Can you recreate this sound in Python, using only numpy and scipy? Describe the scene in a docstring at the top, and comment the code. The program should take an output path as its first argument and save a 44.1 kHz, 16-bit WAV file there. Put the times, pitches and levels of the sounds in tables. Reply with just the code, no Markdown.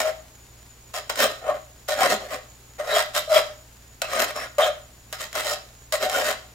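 """A steel spatula stirs saucy beans in a cast-iron skillet, close by in a small kitchen.
From the start the hob hums and whines faintly, the sauce simmers, and the blade gives one short scrape.
Then, about once a second, it taps down and is pushed over the gritty iron: each slip sets blade and pan
ringing, and at times friction locks to one mode, which judders or sings. The walls reflect each stroke.
The last push dies away after about 6.3 s, leaving the hob and the sauce."""
import sys
import numpy as np
from scipy import signal
from scipy.fft import rfft, irfft
from scipy.io import wavfile
from scipy.ndimage import uniform_filter1d

SR = 44100
rng = np.random.default_rng(int(sys.argv[2]) if len(sys.argv) > 2 else 0)


def unload_wav(signal):
    """Save mono or channel-first audio to the path in sys.argv[1] as 16-bit WAV at rate SR, clipped to [-1, 1]."""
    wavfile.write(
        sys.argv[1],
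        SR,
        np.round(np.clip(np.atleast_2d(signal).T, -1, 1) * 32767).astype(np.int16),
    )


N = 288414
TIME = np.arange(N) / SR

# Room rumble rising into the sizzle of the sauce: frequency_hz, density_db (power per hertz)
AMBIENT_SPECTRUM = [(10, -84.5), (40, -78.5), (85, -79.5), (200, -85), (600, -88.5), (1000, -90.5),
                    (2000, -92.5), (4000, -95), (7500, -95.5), (9500, -101), (12500, -99), (15500, -101)]
# Likeness of left and right in the room's sound: frequency_hz, coherence_ratio
ROOM_COHERENCE = [(50, 0.967), (200, 0.925), (700, 0.425), (2000, 0.052), (15000, 0.73)]
# Mains hum of the hob: pitch_hz, level_db
MAINS_HUM = [(59.6, -55.5), (118.6, -58.5)]
# Reverberation time of the kitchen: frequency_hz, t60_s
ROOM_DECAY = [(200, 0.2329), (700, 0.4013), (2500, 0.324), (7000, 0.4238), (14000, 0.03)]
# Strength of its reflections: frequency_hz, gain_db
ROOM_GAIN = [(200, -7), (600, -10), (1500, -7), (4000, -4.5), (8000, -14.5), (14000, -16.5)]
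# Phase by which the left channel leads the right: frequency_hz, lead_rad
PHASE_LEAD = [(200, 0.23), (600, 0.27), (1400, 0.88), (2300, 0.83), (3200, 1.42), (4400, -1.6), (5400, 1.1),
              (6500, -.4), (10000, -.1), (16000, -.4)]
# Likeness of left and right in the direct sound: frequency_hz, coherence_ratio
DIRECT_COHERENCE = [(200, 0.989), (700, 0.9927), (1200, 0.515), (2300, 0.4), (3500, 0.122), (7500, 0.495),
                    (10000, 0.894), (16000, 0.48)]
# Resonances of blade and pan: frequency_hz, width_hz, height_db, left_minus_right_db
PAN_MODES = [(223.5, 44, 5, 0.5), (289, 27, 1.5, 0), (412, 73, 9.5, -0.5), (538.3, 85.2, 10.5, 0.33),
             (619.1, 86, 17, 3.5), (726.1, 98, 12, -1.6), (758.6, 10.3, 7, 9), (1101.7, 132, 6, 2),
             (1259, 59.3, 8, 0.5), (1424.3, 153, 8, 2), (1651, 51, 3.5, 7.5), (1843.7, 90, 7.5, -4),
             (2021.3, 143, 5.5, 3.5), (2273, 196, 3, -2.5), (2636.2, 32.7, 8.5, 3.5), (2792, 82, 1.5, -0.5),
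             (3177.3, 238, 9, 3), (3648, 362, 6.5, -4.5), (4009, 215, 11, -4), (4326, 64, 6.5, -5.5),
             (4753, 240, 8, 0), (5312, 489, 11.5, -3.5), (6157, 790, 7, 0.26), (7061.6, 381, 12.5, -1.35),
             (8204, 680, 11, 9.5), (9063, 196, 6.5, -7.5), (10131, 757, 11.5, -1), (11566, 1390, 8, -3.8),
             (12427, 940, 11, 1), (15070, 2070, 9.5, -0.9)]
# The dense modes beneath those peaks: frequency_hz, relative_level_db
PAN_FLOOR = [(150, -30.5), (350, -31), (600, -25.5), (900, -25), (1200, -23), (2500, -27.5), (5000, -32.5),
             (7500, -33), (9500, -42.5), (15500, -42.5)]
# One blade mode sings as the contact passes it: peak_s, sigma_s, pitch_hz, relative_level_db
SINGING_MODES = [(1.103, 0.00407, 1990, -30.5), (1.103, 0.00417, 3170, -33), (1.103, 0.00423, 1421, -28.5),
                 (1.104, 0.00425, 5226, -30.5), (1.218, 0.0284, 5297, -32.5), (1.502, 0.014, 1118, -27),
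                 (2.036, 0.00923, 1068, -23), (2.913, 0.0141, 1853, -27), (2.934, 0.0267, 3900, -28),
                 (2.969, 0.014, 3249, -23), (3.17, .012, 1291, -26.5), (3.367, 0.015, 3240, -22.5),
                 (3.376, .01, 2293, -24), (3.39, .011, 1293, -24.5), (4.051, 0.0168, 2594, -36.5),
                 (4.21, .05, 5350, -40), (4.224, .015, 11930, -31), (4.392, .035, 5354, -40),
                 (4.598, 0.00688, 829.6, -27.5), (4.602, 0.00732, 1145, -23), (4.637, 0.0165, 3229, -23),
                 (4.634, 0.0193, 3631, -27.5), (6.157, 0.01227, 1461, -22.5)]
# The blade sticks and slips in step with a bending mode: peak_s, rise_s, fall_s, pitch_hz, left_level_db
BLADE_JUDDERS = [(.072, 0.0396, 0.0228, 629, -23), (1.257, 0.0056, 0.0055, 580.8, -18.5),
                 (1.493, 0.0032, 0.0125, 610, -14.5), (2.147, 0.0118, 0.0174, 216, -33),
                 (2.799, 0.00415, 0.0142, 602, -27.5), (2.837, 0.00195, 0.0045, 616, -32),
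                 (2.971, 0.0038, 0.00355, 624.1, -12), (3.281, 0.0031, 0.0103, 602, -27.5),
                 (3.326, 0.0135, 0.0074, 632.5, -13), (3.346, 0.0055, 0.0068, 615, -14),
                 (3.368, 0.007, 0.0072, 615, -10), (3.408, 0.0083, 0.0067, 605, -25),
                 (3.512, 0.0129, 0.0121, 599, -37.5), (4.587, 0.00216, 0.0134, 604.6, -13),
                 (4.63, 0.0087, 0.0157, 629.1, -18.5), (4.688, 0.0155, 0.0209, 600.3, -23.5),
                 (5.946, 0.00835, 0.00776, 620, -20), (6.07, 0.0184, 0.0405, 737, -26)]
# The edge lands or catches hard: start_s, relative_level_db
EDGE_TAPS = [(1.0974, -16), (1.1568, -22.5), (1.8855, -18.5), (2.0313, -14.5), (3.1492, -18), (3.175, -15),
             (4.0178, -12), (4.1944, -14.5), (4.2009, -13.5), (4.2208, -15.5), (4.2433, -16.5),
             (4.362, -24), (4.5835, -18.5), (4.6074, -21), (5.1267, -18.5), (5.2076, -24.5), (5.3288, -26),
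             (5.3527, -18.5), (5.9234, -13.5), (6.097, -19)]
# Pushes over the iron: start_s, attack_s, hold_s, pressure_db, flex_db, bite_db, thud_db
# The last three (blade bending, grit, pan body) are relative to the pressure.
BLADE_PUSHES = [(0, 0.00067, 0.0067, -24.5, -3, -1, -14.5), (0.028, 0.0281, 0.031, -33, 5, -4, -15.5),
                (0.935, 0.00522, 0.041, -34.5, 3, .5, -24.5), (1.093, 0.00217, 0.0061, -31, 3, 0.5, -11.5),
                (1.165, 0.038, 0.0388, -21.5, 2, -0.5, -5.5), (1.259, 0.016, 0.0416, -39, -2.5, -1, -3.5),
                (1.414, 0.0707, 0.0186, -35, 10, -11, -8), (1.53, 0.0121, 0.0244, -41.5, 8.5, -11, -8),
                (1.878, .008, 0.048, -31.5, 3, 0.5, -15.5), (1.955, 0.0598, 0.0466, -23, 3.5, -4, -6.5),
                (2.064, 0.0354, 0.0311, -26, 4.5, -0.5, -2.5), (2.171, 0.0325, 0.0588, -44, 6, -4, 0),
                (2.277, 0.0447, 0.0274, -34, 3, -4, -7.5), (2.781, 0.0095, 0.0163, -35.5, 4.5, -6.5, -10.5),
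                (2.832, 0.0874, 0.027, -27.5, 4.5, -6, -14.5), (2.908, 0.0431, 0.0541, -24, 0.5, -2.5, -24),
                (3.136, 0.027, 0.0166, -29, 1.5, 5, -24.5), (3.29, 0.0577, 0.0354, -23.5, 2.5, -1.5, -26),
                (4.017, 0.00299, 0.0253, -35.5, 3.5, -3, -17), (4.069, 0.0611, 0.074, -28, 0.5, -5, -13.5),
                (4.168, 0.0275, 0.0376, -26, 0.5, -2.5, -8.5), (4.261, 0.0164, 0.023, -35, 0, -2, -10.5),
                (4.336, 0.0254, 0.0834, -34, -1, -6.5, -12.5), (4.583, 0.00105, 0.0263, -24.5, 4, -10, -27),
                (4.592, 0.0203, 0.0587, -28, 3.5, -5, -19.5), (5.13, 0.00186, 0.0102, -36, -8, -.5, -26.5),
                (5.176, 0.0259, 0.0369, -37.5, -6, 2.5, -14.5), (5.338, 0.0175, 0.0526, -30, 0, -1, -14),
                (5.402, 0.0611, 0.0706, -33.5, 4.5, 4, -11), (5.921, 0.00414, 0.0227, -29.5, -1, 2, -27),
                (5.995, 0.0333, 0.0168, -27, 3.5, -2, -7), (6.071, 0.069, 0.0753, -29, 3.5, -0.5, -11),
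                (6.203, 0.0492, 0.0602, -27.5, 0, -1.5, -10.5)]


def gain_of(db):
    """Amplitude grows tenfold for every 20 dB."""
    return 10 ** (np.asarray(db) / 20)


def unit_rms(x):
    """Normalisation to a mean power of 1."""
    return x / np.sqrt(np.mean(x ** 2) + 1e-20)


def curve_at(points, hz):
    """Interpolation of a spectrum on a logarithmic frequency axis."""
    frequencies, values = np.transpose(points)
    return np.interp(np.log(hz + 1), np.log(frequencies + 1), values)


def wander(hz):
    """Smooth random modulation of rms 1, with a bandwidth of roughly hz."""
    knots = rng.standard_normal(8192)
    position = np.minimum(TIME * 2 * hz, len(knots) - 2)
    k = position.astype(int)
    ease = (position - k) ** 2 * (3 - 2 * (position - k))
    return unit_rms(knots[k] * (1 - ease) + knots[k + 1] * ease)


def impulses(per_s, spread_db):
    """A Poisson process: independent impulses, mostly small and a few large."""
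    sizes = gain_of(spread_db * np.minimum(rng.exponential(1, N), 4))
    return sizes * (rng.random(N) < per_s / SR)


def convolve(x, response):
    """A linear system's output is its input convolved with its impulse response."""
    return signal.oaconvolve(np.atleast_2d(x), response, axes=1)[:, :N]


def stereo_pair(left, other, coherence):
    """Partial coherence: the right channel shares a part of the left at each frequency."""
    shared = np.clip(curve_at(coherence, np.fft.rfftfreq(N, 1 / SR)), -1, 1)
    right = irfft(shared * rfft(left) + np.sqrt(1 - shared ** 2) * rfft(other), N)
    return np.array([left, right])


def pan_ring(lo_hz, hi_hz, ripple_db=0, size=4096, order=10):
    """Modal resonance: the impulse response of blade and pan in one band, with unit mid-channel energy."""
    hz = np.fft.rfftfreq(size, 1 / SR) + 1
    sides = np.array([[.5], [-.5]])
    peaks_db = sum((height + sides * balance) / (1 + (2 * (hz - centre) / width) ** 2)
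                   for centre, width, height, balance in PAN_MODES)
    # each point of contact favours its own random set of the dense modes
    grid = np.linspace(0, np.sqrt(SR / 2), num=170)
    ripple = np.interp(np.sqrt(hz), grid, rng.standard_normal(len(grid)))
    # short waves reach left and right with different peaks and dips
    apart = np.minimum(hz / 6000, 1) * np.interp(np.sqrt(hz), grid, rng.standard_normal(len(grid)))
    db = curve_at(PAN_FLOOR, hz) + peaks_db + ripple_db * (ripple + sides * apart)
    gain = gain_of(db) / np.sqrt((1 + (lo_hz / hz) ** order) * (1 + (hz / hi_hz) ** order))
    # folding the cepstrum gives a causal, minimum-phase ring
    cepstrum = irfft(np.log(gain + 1e-6))
    cepstrum[:, 1:size // 2] *= 2
    cepstrum[:, size // 2:] = 0
    spectrum = np.exp(rfft(cepstrum))
    spectrum[1] *= np.exp(-1j * curve_at(PHASE_LEAD, hz))
    ring = np.roll(irfft(spectrum), 16, axis=1)[:, :size // 2]
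    return ring / np.linalg.norm(ring.mean(0))


def rumble_and_sizzle(flutter_db=0.5):
    """Spectrally shaped noise: the room's low rumble and the soft, slightly uneven sizzle of the sauce."""
    colour = gain_of(curve_at(AMBIENT_SPECTRUM, np.fft.rfftfreq(N, 1 / SR))) * np.sqrt(SR / 2)
    noise = stereo_pair(*rng.standard_normal((2, N)), ROOM_COHERENCE)
    noise *= gain_of(flutter_db * wander(hz=30.94))
    return irfft(rfft(noise) * colour, N)


def hob(whine_hz=6892.6, whine_db=-58.5, drift_hz=16, pulse_depth=0.515, flicker_db=3.5):
    """Amplitude modulation: a thin whine pulses at the mains frequency, above the mains hum."""
    hum = sum(gain_of(db) * np.sin(2 * np.pi * np.cumsum(hz + 0.295 * wander(hz=2.35)) / SR)
              for hz, db in MAINS_HUM)
    phase = 2 * np.pi * np.cumsum(whine_hz + drift_hz * wander(hz=59.94)) / SR
    mains_hz = MAINS_HUM[0][0]
    pulse = gain_of(whine_db) * (1 + pulse_depth * np.sin(2 * np.pi * mains_hz * TIME))
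    # the moving hand shifts the whine's reflections, differently on each side
    whine = np.zeros((2, N))
    for side in range(2):
        flicker = gain_of(flicker_db * wander(hz=17))
        whine[side] = pulse * flicker * np.sin(phase + 1.154 * wander(hz=9.1))
    hum *= 1 + 0.061 * wander(hz=8)
    return np.sqrt(2) * (hum + whine)


def simmer(level_db=-68):
    """Shot noise: tiny bubbles burst in the sauce and excite the pan's upper modes."""
    pops = unit_rms(impulses(per_s=90, spread_db=4.0))
    return gain_of(level_db) * convolve(pops, pan_ring(lo_hz=1468, hi_hz=14700))


def kitchen_reverb(direct, delay_s=0.0043, echoes_per_s=3000):
    """Reverberation: reflections from counter and walls decay exponentially, each band at its own rate."""
    echoes = rng.choice([-1., 1.], (2, SR)) * (rng.random((2, SR)) < echoes_per_s / SR)
    echoes[:, :round(delay_s * SR)] = 0
    hz, t, bands = signal.stft(echoes, SR, nperseg=256)
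    shared = np.clip(curve_at(ROOM_COHERENCE, hz), 0, 1)[:, None]
    bands[1] = shared * bands[0] + np.sqrt(1 - shared ** 2) * bands[1]
    decay_per_s = np.log(1000) / curve_at(ROOM_DECAY, hz)[:, None]
    envelope = np.exp(-decay_per_s * t) * np.sqrt(2 * decay_per_s)  # unit energy
    bands *= gain_of(curve_at(ROOM_GAIN, hz))[:, None] * envelope
    response = signal.istft(bands, SR, nperseg=256)[1] / np.linalg.norm(echoes[0])
    return convolve(direct, response)


def singing(gain_db=-2, base_width_hz=45, width_share=0.0047):
    """Narrow-band resonance: friction feeds a single mode for a moment, giving a fuzzy metallic tone."""
    out = np.zeros((2, N))
    for peak_s, sigma_s, hz, db in SINGING_MODES:
        near = abs(TIME - peak_s) < 3 * sigma_s
        t = TIME[near] - peak_s
        pole = np.exp(-np.pi * (base_width_hz + width_share * hz) / SR)
        fuzz = signal.lfilter([1], [1, -pole], rng.standard_normal((2, SR))[:, :len(t)])
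        motion = (fuzz[0] + 1j * fuzz[1]) * np.exp(2j * np.pi * hz * t)
        swell = np.exp(-.5 * (t / sigma_s) ** 2)
        motion *= swell * np.sqrt(2 * np.sum(swell ** 2) / np.sum(abs(motion * swell) ** 2))
        right_lag = np.exp([[0], [-1j * curve_at(PHASE_LEAD, hz)]])
        out[:, near] += gain_of(db + gain_db) * (motion * right_lag).real
    return out


def juddering(jitter=0.02602, overtone_db=-19, right_db=-3, lead_rad=0.2):
    """Self-excited oscillation: stick-slip locks to the bending blade in a short, rough groan."""
    out = np.zeros((2, N))
    wavering_time = np.cumsum(1 + jitter * wander(hz=119.23)) / SR
    for peak_s, rise_s, fall_s, hz, db in BLADE_JUDDERS:
        near = abs(TIME - peak_s) < .12
        t = TIME[near] - peak_s
        swell = gain_of(db) * np.exp(-.5 * (t / np.where(t < 0, rise_s, fall_s)) ** 2)
        phase = 2 * np.pi * (hz * wavering_time[near] + rng.random()) - np.array([[0], [lead_rad]])
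        out[:, near] += swell * np.sqrt(2) * (np.sin(phase) + gain_of(overtone_db) * np.sin(2 * phase))
    return out * gain_of([[0], [right_db]])


def tapping(gain_db=15, bending_db=-5, rattle=0.29, rattle_s=0.00381):
    """Impact excitation: a sharp contact and a brief buzz of the edge ring the metal and bend the blade."""
    t = np.arange(800) / SR
    blows = np.zeros((2, N))
    for start_s, db in EDGE_TAPS:
        blow = rattle * rng.standard_normal((2, len(t))) * np.exp(-t / rattle_s)
        blow[:, 0] += 1  # the contact itself
        blow /= np.linalg.norm(blow, axis=1, keepdims=True)
        at = round(start_s * SR)
        blows[:, at:at + len(t)] += blow * gain_of(db + gain_db)
    ring = pan_ring(lo_hz=1222, hi_hz=20000) + gain_of(bending_db) * pan_ring(lo_hz=415, hi_hz=1323)
    return convolve(stereo_pair(*blows, DIRECT_COHERENCE), ring)


def push_envelope(t, attack_s, hold_s, touch_db=-16, release_db_per_s=411.5,
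                  drag_db=-13, drag_db_per_s=134):
    """Exponential growth and decay: a push swells from first touch, holds, and lets go into a light drag."""
    swell = gain_of(touch_db * np.clip(1 - t / attack_s, 0, 1))
    released_s = np.maximum(t - attack_s - hold_s, 0)
    release = gain_of(-release_db_per_s * released_s)
    drag = gain_of(drag_db - drag_db_per_s * released_s)
    return swell * np.maximum(release, drag)


def stroke_envelopes():
    """Friction noise grows with pressure: the strongest push sets scrape, flex, bite and thud."""
    levels = np.zeros((4, N))
    for start_s, attack_s, hold_s, pressure_db, flex_db, bite_db, thud_db in BLADE_PUSHES:
        near = (TIME >= start_s) & (TIME < start_s + .5)
        band_gains = gain_of(pressure_db + np.array([0, flex_db, bite_db, thud_db]))
        envelope = push_envelope(TIME[near] - start_s, attack_s, hold_s)
        levels[:, near] = np.maximum(levels[:, near], np.outer(band_gains, envelope))
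    return levels


def slip_force(rub=0.6, chatter_db=2):
    """Surface roughness: the edge trips over the iron's grain in clumps of clicks, over a smooth rub."""
    slips = impulses(per_s=3200, spread_db=3.5)
    clumps = gain_of(chatter_db * wander(hz=220.07))
    forces = []
    for _ in range(2):
        clicks = unit_rms(slips * rng.choice([-1, 1], N))
        force = (clicks + rub * rng.standard_normal(N)) * clumps
        # the hand keeps the mean force steady, however the clicks fall
        forces.append(force / np.sqrt(uniform_filter1d(force ** 2, size=900) + 1e-9))
    return stereo_pair(*forces, DIRECT_COHERENCE)


def travelling_ring(force, lo_hz, hi_hz, ripple_db=3.5, size=5000):
    """Mode strength depends on the driving point: as the contact travels, one ring fades into the next."""
    out = np.zeros((2, N + 2 * size))
    fade = signal.windows.hann(size, sym=False)
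    force = np.pad(force, ((0, 0), (size // 2, size)))
    for at in range(0, N, size // 2):
        part = force[:, at:at + size] * fade
        if abs(part).max() > 1e-6:
            sound = signal.fftconvolve(part, pan_ring(lo_hz, hi_hz, ripple_db), axes=1)
            out[:, at:at + sound.shape[1]] += sound
    return out[:, size // 2:][:, :N]


def scraping(thud_db=-2, flex_db=0.77, bite_db=-0.7674):
    """Forced vibration: one train of slips drives the pan's thud, the blade's bending and the bright grit."""
    scrape, flex, bite, thud = stroke_envelopes()
    force = slip_force()
    return (travelling_ring(force * thud * gain_of(thud_db), lo_hz=185, hi_hz=430)
            + travelling_ring(force * flex * gain_of(flex_db), lo_hz=470, hi_hz=900)
            + travelling_ring(force * scrape, lo_hz=900, hi_hz=2500)
            + travelling_ring(force * bite * gain_of(bite_db), lo_hz=2500, hi_hz=18000))


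def scene():
    """Superposition: the spatula's direct sound and its reflections add to the steady background."""
    spatula = scraping() + tapping() + juddering() + singing()
    return spatula + kitchen_reverb(spatula) + rumble_and_sizzle() + hob() + simmer()


def record(dry, cutoff_hz=15900):
    """Band limiting: a linear-phase low-pass filter removes the highest treble."""
    lowpass = signal.firwin(255, cutoff_hz, window=("kaiser", 9), fs=SR)
    return signal.oaconvolve(dry, lowpass[None], "same", axes=1)


dry = scene()
out = record(dry)
unload_wav(out)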